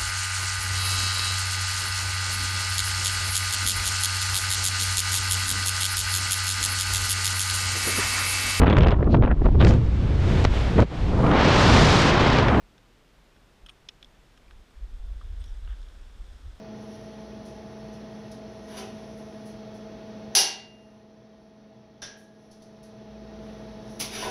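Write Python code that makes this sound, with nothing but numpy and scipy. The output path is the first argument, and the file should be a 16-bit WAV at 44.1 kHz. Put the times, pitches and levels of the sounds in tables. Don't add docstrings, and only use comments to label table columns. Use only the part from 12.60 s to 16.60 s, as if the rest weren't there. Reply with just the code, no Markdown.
import sys
import numpy as np
from scipy.fft import rfft, irfft, next_fast_len
from scipy.io import wavfile
from scipy.ndimage import uniform_filter1d, map_coordinates

SR = 44100
rng = np.random.default_rng(int(sys.argv[2]) if len(sys.argv) > 2 else 0)


def wav_out(sig):
    wavfile.write(sys.argv[1], SR, np.round(np.clip(np.atleast_2d(sig).T, -1, 1) * 32767).astype(np.int16))


N = 176400

# freq_hz, relative_db
AIR_SPECTRUM = [(53, -40), (90, -3.5), (190, -5), (300, -7), (510, -10), (733, -12.5), (1840, -17),
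                (3350, -20), (15000, -38.5)]
# time_s, rumble_db, flutter_db (both before trim)
WIND_LEVELS = [(0.0, -63, -82), (0.3, -64, -79), (1.83, -60, -73), (1.92, -51, -57), (2.0, -47, -66),
               (2.06, -64, -64), (2.135, -63, -72), (2.16, -47, -58), (2.23, -36, -65), (2.3, -41, -54),
               (2.41, -35, -51), (2.57, -33, -47), (2.615, -48, -56), (2.65, -38.5, -40.5),
               (2.78, -33.5, -38.5), (2.885, -40.5, -45), (2.93, -34, -58), (3.0, -38.5, -46),
               (3.05, -31.5, -47.5), (3.12, -33.5, -48.5), (3.16, -42.5, -53), (3.201, -37, -54),
               (3.26, -43.5, -60), (3.34, -49, -57), (3.41, -41, -54), (3.47, -46.5, -57),
               (3.56, -47.5, -55), (3.61, -36.5, -59), (3.66, -46, -55), (3.73, -42.5, -50.5),
               (3.8, -54, -58), (3.88, -40, -37), (3.93, -48, -50), (4.0, -55, -62)]
# freq_hz, relative_db
RUMBLE_SPECTRUM = [(10, -16), (22, -8.5), (32, -1.5), (42, -1), (52, -3.5), (62, -17.5), (80, -34),
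                   (170, -60), (700, -120)]
# freq_hz, relative_db
FLUTTER_SPECTRUM = [(20, -53), (45, -13), (58, -1), (74, 1), (86, -12), (108, -29.5), (170, -48),
                    (1500, -120)]
# start_s, level_db, pitch_hz
GLOVE_BUMPS = [(0.029, -47.5, 35.7), (.578, -52, 45), (1.03, -43, 36.7), (1.465, -49, 34),
               (1.584, -48.5, 34), (1.959, -39, 34)]
# time_s, level_db
GLIDE_LEVELS = [(0, -79), (1.8, -72), (2.25, -68.5), (2.55, -65.5), (2.85, -63.5), (3.05, -64.5),
                (3.25, -63.5), (3.55, -65), (3.75, -63), (4, -64.5)]
# freq_hz, relative_db
SNOW_SPECTRUM = [(150, 1), (500, 0.5), (1000, -2.5), (2200, -9), (4200, -10), (7500, -12), (10000, -16.5),
                 (12500, -25), (15000, -46)]
# centre_hz, width_hz, lift_db
SNOW_RESONANCES = [(1560, 710, 10.5), (3440, 900, 13.5), (5270, 1000, 7.5), (6750, 440, 3.5),
                   (8400, 1100, 5.5)]
# start_s, length_s, level_db, centre_hz, width_hz
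POLE_SCUFFS = [(2.795, 0.028, -66.5, 8700, 450), (2.803, 0.038, -61, 3300, 700),
               (2.848, 0.079, -68, 5580, 520), (2.872, .028, -63.5, 3450, 600),
               (3.086, 0.08, -63.5, 3200, 500), (3.083, 0.1, -62, 1490, 700)]
# start_s, level_db, pitch_hz, t60_s
BUCKLE_PINGS = [(1.0645, -63, 8650, .04), (1.096, -57, 9020, .03), (1.101, -67, 8550, .13)]
# pitch_hz, relative_db, t60_ratio (to the click's t60_s)
GRIP_MODES = [(1276, -19.5, 1.9), (1580, -16, 1.3), (1890, -18.5, 1.5), (2530, -12, 1.34), (2950, -6, 1.25),
              (3304, 0, 0.96), (3530, -7, 1.2), (3750, -12, 1.1), (4050, -10.5, 1.2), (4730, -17, 1),
              (5370, -10, 1.2), (6190, -20, 0.97), (6600, -21, 1.2), (9250, -29, 0.58)]
# freq_hz, relative_db
CRACK_SPECTRUM = [(200, -14), (800, -13), (1300, -6.5), (2100, -8), (3300, 6.5), (4500, -6), (6200, -10),
                  (7500, -17.5), (11500, -22.5), (15000, -49)]
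# start_s, level_db, knock_db, ring_db, edge_db, t60_s, note_hz, note_db
GRIP_CLICKS = [(0.179, -59, 14, 8, 0, 0.012, 3570, 3), (.7627, -63, 12, 3, 3, 0.013, 1550, 6),
               (1.0622, -47, 5, -1.5, 11, 0.017, 3070, 1), (1.0866, -50, 8, -2, -1, 0.015, 3400, 2),
               (1.0932, -43.7, 3.5, -6, 8, 0.011, 3150, -1), (1.0986, -47, 2, -8, 9, 0.0096, 2570, -1.5),
               (1.2871, -33.5, -5.5, 3, -5, 0.0165, 3440, -6), (1.4273, -43, 6.5, 2, 2, 0.0066, 3490, 5),
               (1.4450, -51, -11, 6, 6, 0.01, 3390, 6.5), (1.7746, -53.7, 12, 0, 8, 0.011, 3120, -5),
               (1.8806, -69, 6, 0, 6, 0.015, 2380, 12.5), (1.9084, -54.7, 19, -2, 7, 0.013, 1620, 4.5),
               (2.6122, -63, 24, -2, 0, 0.02, 1180, 14.5), (2.8255, -60, -2, -5, -5, .007, 3450, 5),
               (2.8398, -54, -9, 7.5, 15, 0.02, 3600, -2), (2.8585, -64, 0, 5, 22, .01, 8100, -1),
               (3.048, -60, 6, -3, 2, .01, 3900, 3), (3.075, -56, 22.5, -7, -3, 0.0089, 2870, 6),
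               (3.216, -60, -6, 8, 3, 0.009, 4200, 0), (3.2286, -59, 0, 7, 8, .012, 3570, -2),
               (3.2849, -56.5, 0, 2, 11, 0.0097, 3600, 1)]


def amp(db):
    return 10 ** (np.asarray(db) / 20)


def unit(x):
    return x / np.sqrt(np.mean(x ** 2) + 1e-20)


def along(points, hz):
    freqs_hz, values = np.transpose(points)
    return np.interp(np.log(hz + 1), np.log(freqs_hz + 1), values)


def curve(rows):
    return np.interp(np.arange(N) / SR, *np.transpose(rows))


def wobble(rate_hz):
    knots = rng.standard_normal(int(N * rate_hz / SR) + 4)
    return map_coordinates(knots, [np.arange(N) * rate_hz / SR])


def filtered(x, response):
    size = next_fast_len(2 * len(x))
    return irfft(rfft(x, size) * response(np.fft.rfftfreq(size, 1 / SR)), size)[:len(x)]


def noise(spectrum_db, size=N):
    return unit(filtered(rng.standard_normal(size), lambda hz: amp(spectrum_db(hz))))


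def add(track, start_s, sound):
    part = track[round(start_s * SR):][:len(sound)]
    part += sound[:len(part)]


def still_air(level_db=-61):
    return amp(level_db) * noise(lambda hz: along(AIR_SPECTRUM, hz))


def eddies(spectrum, steadiness=0.63, window_s=0.071):
    turbulence = noise(lambda hz: along(spectrum, hz))
    power = np.abs(uniform_filter1d(turbulence ** 2, int(window_s * SR))) + 1e-6
    return unit(turbulence / power ** (steadiness / 2))


def wind(rumble_trim_db=0.5, flutter_trim_db=-0.15):
    levels = np.array(WIND_LEVELS)
    rumble = amp(curve(levels[:, [0, 1]]) + rumble_trim_db) * eddies(RUMBLE_SPECTRUM)
    flutter = amp(curve(levels[:, [0, 2]]) + flutter_trim_db) * eddies(FLUTTER_SPECTRUM)
    return rumble + flutter


def glove_bumps(rise_s=0.0097):
    out, t = np.zeros(N), np.arange(SR // 4) / SR
    for start_s, level_db, pitch_hz in GLOVE_BUMPS:
        envelope = t / rise_s * np.exp(1 - t / rise_s)
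        add(out, start_s, amp(level_db) * envelope * np.sin(2 * np.pi * pitch_hz * t))
    return out


def ski_glide(swell_db=0.55, grain_db=1):
    def resonances_db(hz):
        return sum(lift_db / (1 + (2 * (hz - centre_hz) / width_hz) ** 2)
                   for centre_hz, width_hz, lift_db in SNOW_RESONANCES)

    hiss = noise(lambda hz: along(SNOW_SPECTRUM, hz) + resonances_db(hz))
    envelope = amp(curve(GLIDE_LEVELS) + swell_db * wobble(rate_hz=9.2))
    grain = amp(grain_db * wobble(rate_hz=700))
    return envelope * unit(hiss * grain)


def pole_scuffs(rise_s=0.0054, grain_db=2):
    out = np.zeros(N)
    for start_s, length_s, level_db, centre_hz, width_hz in POLE_SCUFFS:
        rub = noise(lambda hz: -20 * np.log10(1 + 2 * ((hz - centre_hz) / width_hz) ** 2))
        stroke = curve([(start_s, 0), (start_s + rise_s, 1),
                        (start_s + length_s / 2, 1), (start_s + length_s, 0)])
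        grain = amp(grain_db * wobble(rate_hz=300))
        out += amp(level_db) * stroke * unit(rub * grain)
    return out


def buckle_pings(rise_s=0.001):
    out, t = np.zeros(N), np.arange(SR // 5) / SR
    for start_s, level_db, pitch_hz, t60_s in BUCKLE_PINGS:
        envelope = amp(level_db - 60 * t / t60_s) * (1 - np.exp(-t / rise_s))
        add(out, start_s, envelope * np.sin(2 * np.pi * pitch_hz * t))
    return out


def choked_decay(t, t60_s, attack_s=0.00048, hold_s=0.0012, bend=1.504):
    decay_db = -60 * (np.maximum(t - hold_s, 0) / t60_s) ** bend
    return amp(decay_db) * (1 - np.exp(-t / attack_s))


def grip_ring(t, t60_s, colour, detune_ratio=0.0093):
    ring = np.zeros(len(t))
    for mode_hz, mode_db, t60_ratio in GRIP_MODES:
        pitch_hz = mode_hz * (1 + detune_ratio * rng.normal())
        envelope = amp(mode_db + along(colour, mode_hz)) * choked_decay(t, t60_s * t60_ratio)
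        ring += envelope * np.sin(2 * np.pi * pitch_hz * t)
    return ring


def grip_clicks(crack_db=-5.5, crack_t60_ratio=0.94):
    knock_hz, core_hz, ring_hz, edge_hz = 1550, 3050, 5700, 9700
    out, t = np.zeros(N), np.arange(SR // 16) / SR
    for start_s, level_db, knock_db, ring_db, edge_db, t60_s, note_hz, note_db in GRIP_CLICKS:
        colour = [(knock_hz, knock_db), (core_hz, 0), (ring_hz, ring_db), (edge_hz, edge_db)]
        ring = grip_ring(t, t60_s, colour)
        part_note = amp(note_db) * choked_decay(t, t60_s) * np.cos(2 * np.pi * note_hz * t)
        burst = noise(lambda hz: along(CRACK_SPECTRUM, hz), size=len(t))
        crack = filtered(burst, lambda hz: amp(along(colour, hz)))
        crack *= amp(crack_db) * choked_decay(t, t60_s * crack_t60_ratio)
        add(out, start_s, amp(level_db) * (ring + part_note + crack))
    return out


def scene():
    mix = still_air() + wind() + ski_glide()
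    mix = mix + grip_clicks() + buckle_pings() + glove_bumps() + pole_scuffs()
    return mix[None]


def record(dry):
    cutoff_hz = 15200
    return np.array([filtered(channel, lambda hz: hz < cutoff_hz) for channel in dry])


dry = scene()
out = record(dry)
wav_out(out)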